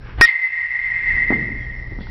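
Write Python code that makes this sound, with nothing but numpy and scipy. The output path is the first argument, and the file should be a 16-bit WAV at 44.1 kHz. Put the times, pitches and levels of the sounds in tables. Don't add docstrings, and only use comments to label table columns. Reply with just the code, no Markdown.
import sys
import numpy as np
from scipy import signal
from scipy.fft import rfft, irfft
from scipy.io import wavfile
from scipy.ndimage import uniform_filter1d

SR = 44100
rng = np.random.default_rng(int(sys.argv[2]) if len(sys.argv) > 2 else 0)


def wav_record(signal):
    frames = np.transpose(np.atleast_2d(signal))
    bounded = np.clip(frames, -1, 1)
    quanta = np.round(bounded * 32767).astype(np.int16)
    wavfile.write(sys.argv[1], SR, quanta)


def field_ratio(decibels):
    return 10 ** (np.asarray(decibels, dtype=float) / 20)


N = 92610
HIT_S = 0.2112


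def evened(x):
    return x / np.sqrt(np.mean(x ** 2) + 1e-20)


def read(points, hz):
    f, value = np.transpose(points)
    return np.interp(np.log(hz + 1), np.log(f + 1), value)


def add(mix, start_s, sound):
    part = mix[round(start_s * SR):][:len(sound)]
    part += sound[:len(part)]


def colour(x, points):
    return irfft(rfft(x) * field_ratio(read(points, np.fft.rfftfreq(len(x), 1 / SR))), len(x))


def band(x, low_hz, high_hz):
    return signal.sosfilt(signal.butter(2, [low_hz, high_hz], "bandpass", fs=SR, output="sos"), x)


def mode(hz, db, t60, size=22050):
    t = np.arange(size) / SR
    return field_ratio(db - 60 * t / t60) * np.sin(2 * np.pi * hz * t)


def blow():
    # pitch_hz [Hz], level_db [dB], fade_s [s per 60 dB]
    crack_modes = [(425.5, 10, 0.013), (729, -1.5, 0.016), (1034, 19.5, 0.0073), (1576, 11.5, 0.019),
                   (2535, 14.5, 0.0096), (5000, -1.5, 0.043)]
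    t = np.arange(22050) / SR
    rise = np.minimum(t / 0.0005, 1)
    return -rise * sum(mode(*row) for row in crack_modes)


def barrel():
    # pitch_hz [Hz], level_db [dB], fade_s [s per 60 dB]
    barrel_modes = [(1873.6, 2.5, 1.1), (2408, -14.5, 0.45), (2514, -21, 0.45), (1280, -17, 0.3),
                    (1387, -11, 0.21), (640, -39.5, 0.3), (3758, -19.5, 2.4)]
    turn_away_s, turn_away_t60 = 0.045, 0.04
    t = np.arange(22050) / SR
    rise = np.minimum(t / 0.005, 1) ** 2
    turned = field_ratio(-60 * np.maximum(t - turn_away_s, 0) / turn_away_t60)
    return -rise * turned * sum(mode(*row) for row in barrel_modes)


def near_walls():
    level_db, t60 = -15.5, 0.42
    t = np.arange(22050) / SR
    scatter = evened(band(rng.standard_normal(len(t)), 1900, 4600))
    return np.minimum(t / 0.023, 1) * field_ratio(level_db - 60 * t / t60) * scatter


def hall():
    # pitch_hz [Hz], fade_s [s per 60 dB]
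    hall_fade = [(300, 2.1), (600, 0.99), (1000, 4), (1500, 2.25), (2000, 2.024), (2700, 1.74), (3500, 2.2),
                 (5000, 1.1)]
    # pitch_hz [Hz], spread_hz [Hz], level_db [dB]
    ring_smear = [(1885.6, 18, -2), (1931.3, 6, -4.5), (1984.5, 8.5, -7.5), (2050, 23, -1),
                  (2105.7, 13.4, -3), (2363, 72, -22), (2618, 59, -24.5), (1884, 180, -15.5)]
    # pitch_hz [Hz], level_db [dB]
    crack_colour = [(300, -26), (600, -17.5), (900, -7.5), (1250, -19.5), (1600, -6.5), (2500, 6),
                    (3200, -8), (5500, -19.5)]
    ring_db, crack_db = 7.5, -13.5
    delay_s, rise_s = 0.05, 0.045
    hz, t, z = signal.stft(rng.standard_normal(N), SR, nperseg=256)
    fade = field_ratio(-60 * t / read(hall_fade, hz)[:, None])
    tail = signal.istft(z * fade, SR, nperseg=256)[1][:N]
    hz = np.fft.rfftfreq(N, 1 / SR)
    power = sum(field_ratio(2 * db) / wide * np.exp(-((hz - mid_hz) / wide) ** 2) for mid_hz, wide, db in ring_smear)
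    ring = irfft(rfft(tail) * np.sqrt(power * SR / 8), N)
    heard = field_ratio(ring_db) * ring + field_ratio(crack_db) * colour(tail, crack_colour)
    return heard * np.clip((np.arange(N) / SR - delay_s) / rise_s, 0, 1)


def far_echoes():
    # start_s [s], pitch_hz [Hz], level_db [dB], length_s [s]
    wall_echoes = [
        (0.281, 2097, 6, 0.032),
        (0.409, 2050, 9.5, 0.073),
        (1.322, 2087, -19, 0.0503),
    ]
    out = np.zeros(N)
    for start_s, hz, db, length in wall_echoes:
        t = np.arange(0, length, 1 / SR)
        swell = np.sin(np.pi * t / length)
        add(out, start_s, field_ratio(db) * swell * np.sin(2 * np.pi * hz * t))
    return out


def bat():
    out = far_echoes()
    add(out, HIT_S, blow() + barrel())
    add(out, HIT_S, hall())
    add(out, HIT_S + 0.035, near_walls())
    return out


def thuds():
    # start_s [s], level_db [dB], pitch_hz [Hz], fade_s
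    # [s per 60 dB]
    low_pushes = [(1.149, -24.5, 60, .1), (1.17, -23.5, 205.6, 0.013), (1.3041, -5.5, 250, 0.022),
                  (1.314, -14, 329, .02), (1.32, -21.5, 770, 0.034), (1.3246, -9, 290, 0.023),
                  (1.335, -19, 259, 0.013), (1.355, -24.5, 112.7, 0.025), (1.426, -22.5, 202.4, 0.035),
                  (1.49, -30, 209, 0.11), (1.833, -47, 72.8, 0.11), (1.913, -29.5, 95, 0.12),
                  (1.921, -29.5, 330, 0.033), (1.987, -22, 218, 0.031), (2.007, -25.5, 208, 0.051),
                  (2.068, -40, 900, 0.045), (2.069, -31, 1450, 0.011)]
    slap_db, slap_t60 = -18, 0.04
    rumble_db, rumble_t60 = -23.5, 0.9
    out, t = np.zeros(N), np.arange(22050) / SR
    for start_s, db, hz, t60 in low_pushes:
        u = 2 * np.pi * hz * t
        push = np.sin(u + 0.54 * (1 - np.exp(-u))) * field_ratio(-60 * t / t60)
        slap_noise = band(band(rng.standard_normal(len(t)), 530, 2100), 370, 1500)
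        slap = field_ratio(slap_db - 60 * t / slap_t60) * evened(slap_noise)
        rumble_noise = evened(band(rng.standard_normal(len(t)), 100, 300))
        rumble = field_ratio(rumble_db - 60 * t / rumble_t60) * rumble_noise * np.minimum(t / 0.03, 1)
        rise = np.minimum(t / 0.0012, 1)
        add(out, start_s, field_ratio(db) * rise * (push + slap + rumble))
    return out


def scuffs():
    # start_s [s], length_s [s], hiss_db [dB], squeak_db [dB], squeak_hz [Hz]
    shoe_scuffs = [
        (1.584, 0.09, -98.5, -57.5, 3380),
        (1.706, 0.02, -73.5, -59, 3350),
        (1.993, 0.062, -53.5, -55.5, 3500),
        (2.03, .09, -56, -83.5, 3220),
    ]
    out = np.zeros(N)
    for start_s, length, hiss_db, squeak_db, hz in shoe_scuffs:
        t = np.arange(0, length, 1 / SR)
        noise = rng.standard_normal((2, 8820))
        grit = field_ratio(hiss_db) * evened(band(noise[0], 2100, 4800))[:len(t)]
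        shake = 0.01352 * evened(uniform_filter1d(noise[1], 150))[:len(t)]
        pitch_hz = hz * (1 - 0.06 * t / length + shake)
        squeak = field_ratio(squeak_db) * np.sin(2 * np.pi * np.cumsum(pitch_hz) / SR)
        add(out, start_s, np.sin(np.pi * t / length) * (grit + squeak))
    return out


def swing():
    # centre_s [s], half_width_s [s], level_db [dB], low_hz [Hz], high_hz [Hz]
    whooshes = [
        (.1, 0.067, -41, 730, 2700),
        (.197, 0.017, -30, 180, 2600),
        (0.041, .12, -50.5, 1550, 1700),
        (0.12, 0.3, -48.5, 170, 550),
    ]
    t = np.arange(N) / SR
    out = np.zeros(N)
    for centre_s, half_s, db, low_hz, high_hz in whooshes:
        rush = evened(band(band(rng.standard_normal(N), low_hz, high_hz), low_hz, high_hz))
        out += field_ratio(db) * np.exp(-((t - centre_s) / half_s) ** 2) * rush
    return out * (t < HIT_S + 0.01)


def gust():
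    peak_s, flutter_hz, level_db = 0.2052, 56.1, -13
    grow_s, die_s = 0.029, 0.006
    t = np.arange(N) / SR - peak_s
    flutter = np.cos(2 * np.pi * flutter_hz * t) + 0.46 * np.cos(2 * np.pi * 1.9 * flutter_hz * t)
    return -field_ratio(level_db) * np.exp(np.minimum(t / grow_s, -t / die_s)) * flutter


def air():
    # pitch_hz [Hz], level_db [dB]
    air_colour = [(15, -7.5), (30, 6), (140, -13), (400, -24), (700, -30.5), (1300, -36.5), (2500, -49),
                  (5600, -71.5)]
    # pitch_hz [Hz], level_db [dB]
    hum_tones = [(59, -42.5), (120, -39.5)]
    t = np.arange(N) / SR
    lumps = evened(uniform_filter1d(uniform_filter1d(rng.standard_normal((3, N)), 2500), 2500))
    out = field_ratio(-35 + 0.88 * lumps[2]) * evened(colour(rng.standard_normal(N), air_colour))
    for k, (hz, db) in enumerate(hum_tones):
        out += field_ratio(db + 1.9 * lumps[k]) * np.sin(2 * np.pi * hz * t)
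    return out


def scene():
    return (bat() + thuds() + scuffs() + swing() + gust() + air())[None]


def top_cut(x):
    return signal.sosfilt(signal.butter(12, 15830, fs=SR, output="sos"), x)


def record(dry):
    # time_s [s], level_db [dB]
    camera_gain = [
        (0.2532, -2),
        (0.2516, -5.5),
        (0.272, -13),
        (.33, -25.5),
        (0.398, -25.5),
        (0.599, -19),
        (0.901, -9.5),
        (1.079, 0.5),
        (1.198, 3),
    ]
    # pitch_hz [Hz], level_db [dB]
    image_colour = [(5900, -48), (6500, -20.5), (9150, -33.5), (12900, -45.5), (15500, -47), (16000, -69)]
    ceiling, ceiling_under, playback_ceiling = 0.59, 0.69, 0.72
    grit_db, hiss_db, whine_db = -26, -52.5, -70
    t = np.arange(N) / SR
    noise = rng.standard_normal((2, N))
    x = dry[0] * field_ratio(np.interp(t, *np.transpose(camera_gain)))
    x = signal.oaconvolve(x, signal.firwin(101, 5300, fs=SR), "same")
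    clipped = np.clip(x, -ceiling_under, ceiling)

    slope = abs(np.gradient(clipped)) * 4
    step = np.minimum(uniform_filter1d(slope, 600), uniform_filter1d(slope, 5000))
    grit = colour(noise[0], [(300, -9), (900, 21), (3000, 13.5), (5500, -2.5)]) / 2
    hiss = colour(noise[0][::-1], [(300, -5), (1500, -7), (5500, -1.5)]) / 2
    clipped = clipped + field_ratio(grit_db) * step * grit + field_ratio(hiss_db) * hiss

    held = clipped * 4.0 * (np.arange(N) % 4 == 0)
    base = signal.oaconvolve(held, signal.firwin(201, 5596, window=("kaiser", 9), fs=SR), "same")
    overload = uniform_filter1d(1.0 * (abs(x) > ceiling), 90)
    over = np.clip(overload * 10 - 1, 0, 1) * (t < camera_gain[1][0])
    images = colour(held - base, image_colour) * over
    whine = field_ratio(whine_db) * evened(band(noise[1], 5385, 5405) + 0.7 * band(noise[1], 5620, 5640))
    out = np.clip(base + images + whine, -playback_ceiling, playback_ceiling)
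    return top_cut(out[None])


dry = scene()
out = record(dry)
wav_record(out)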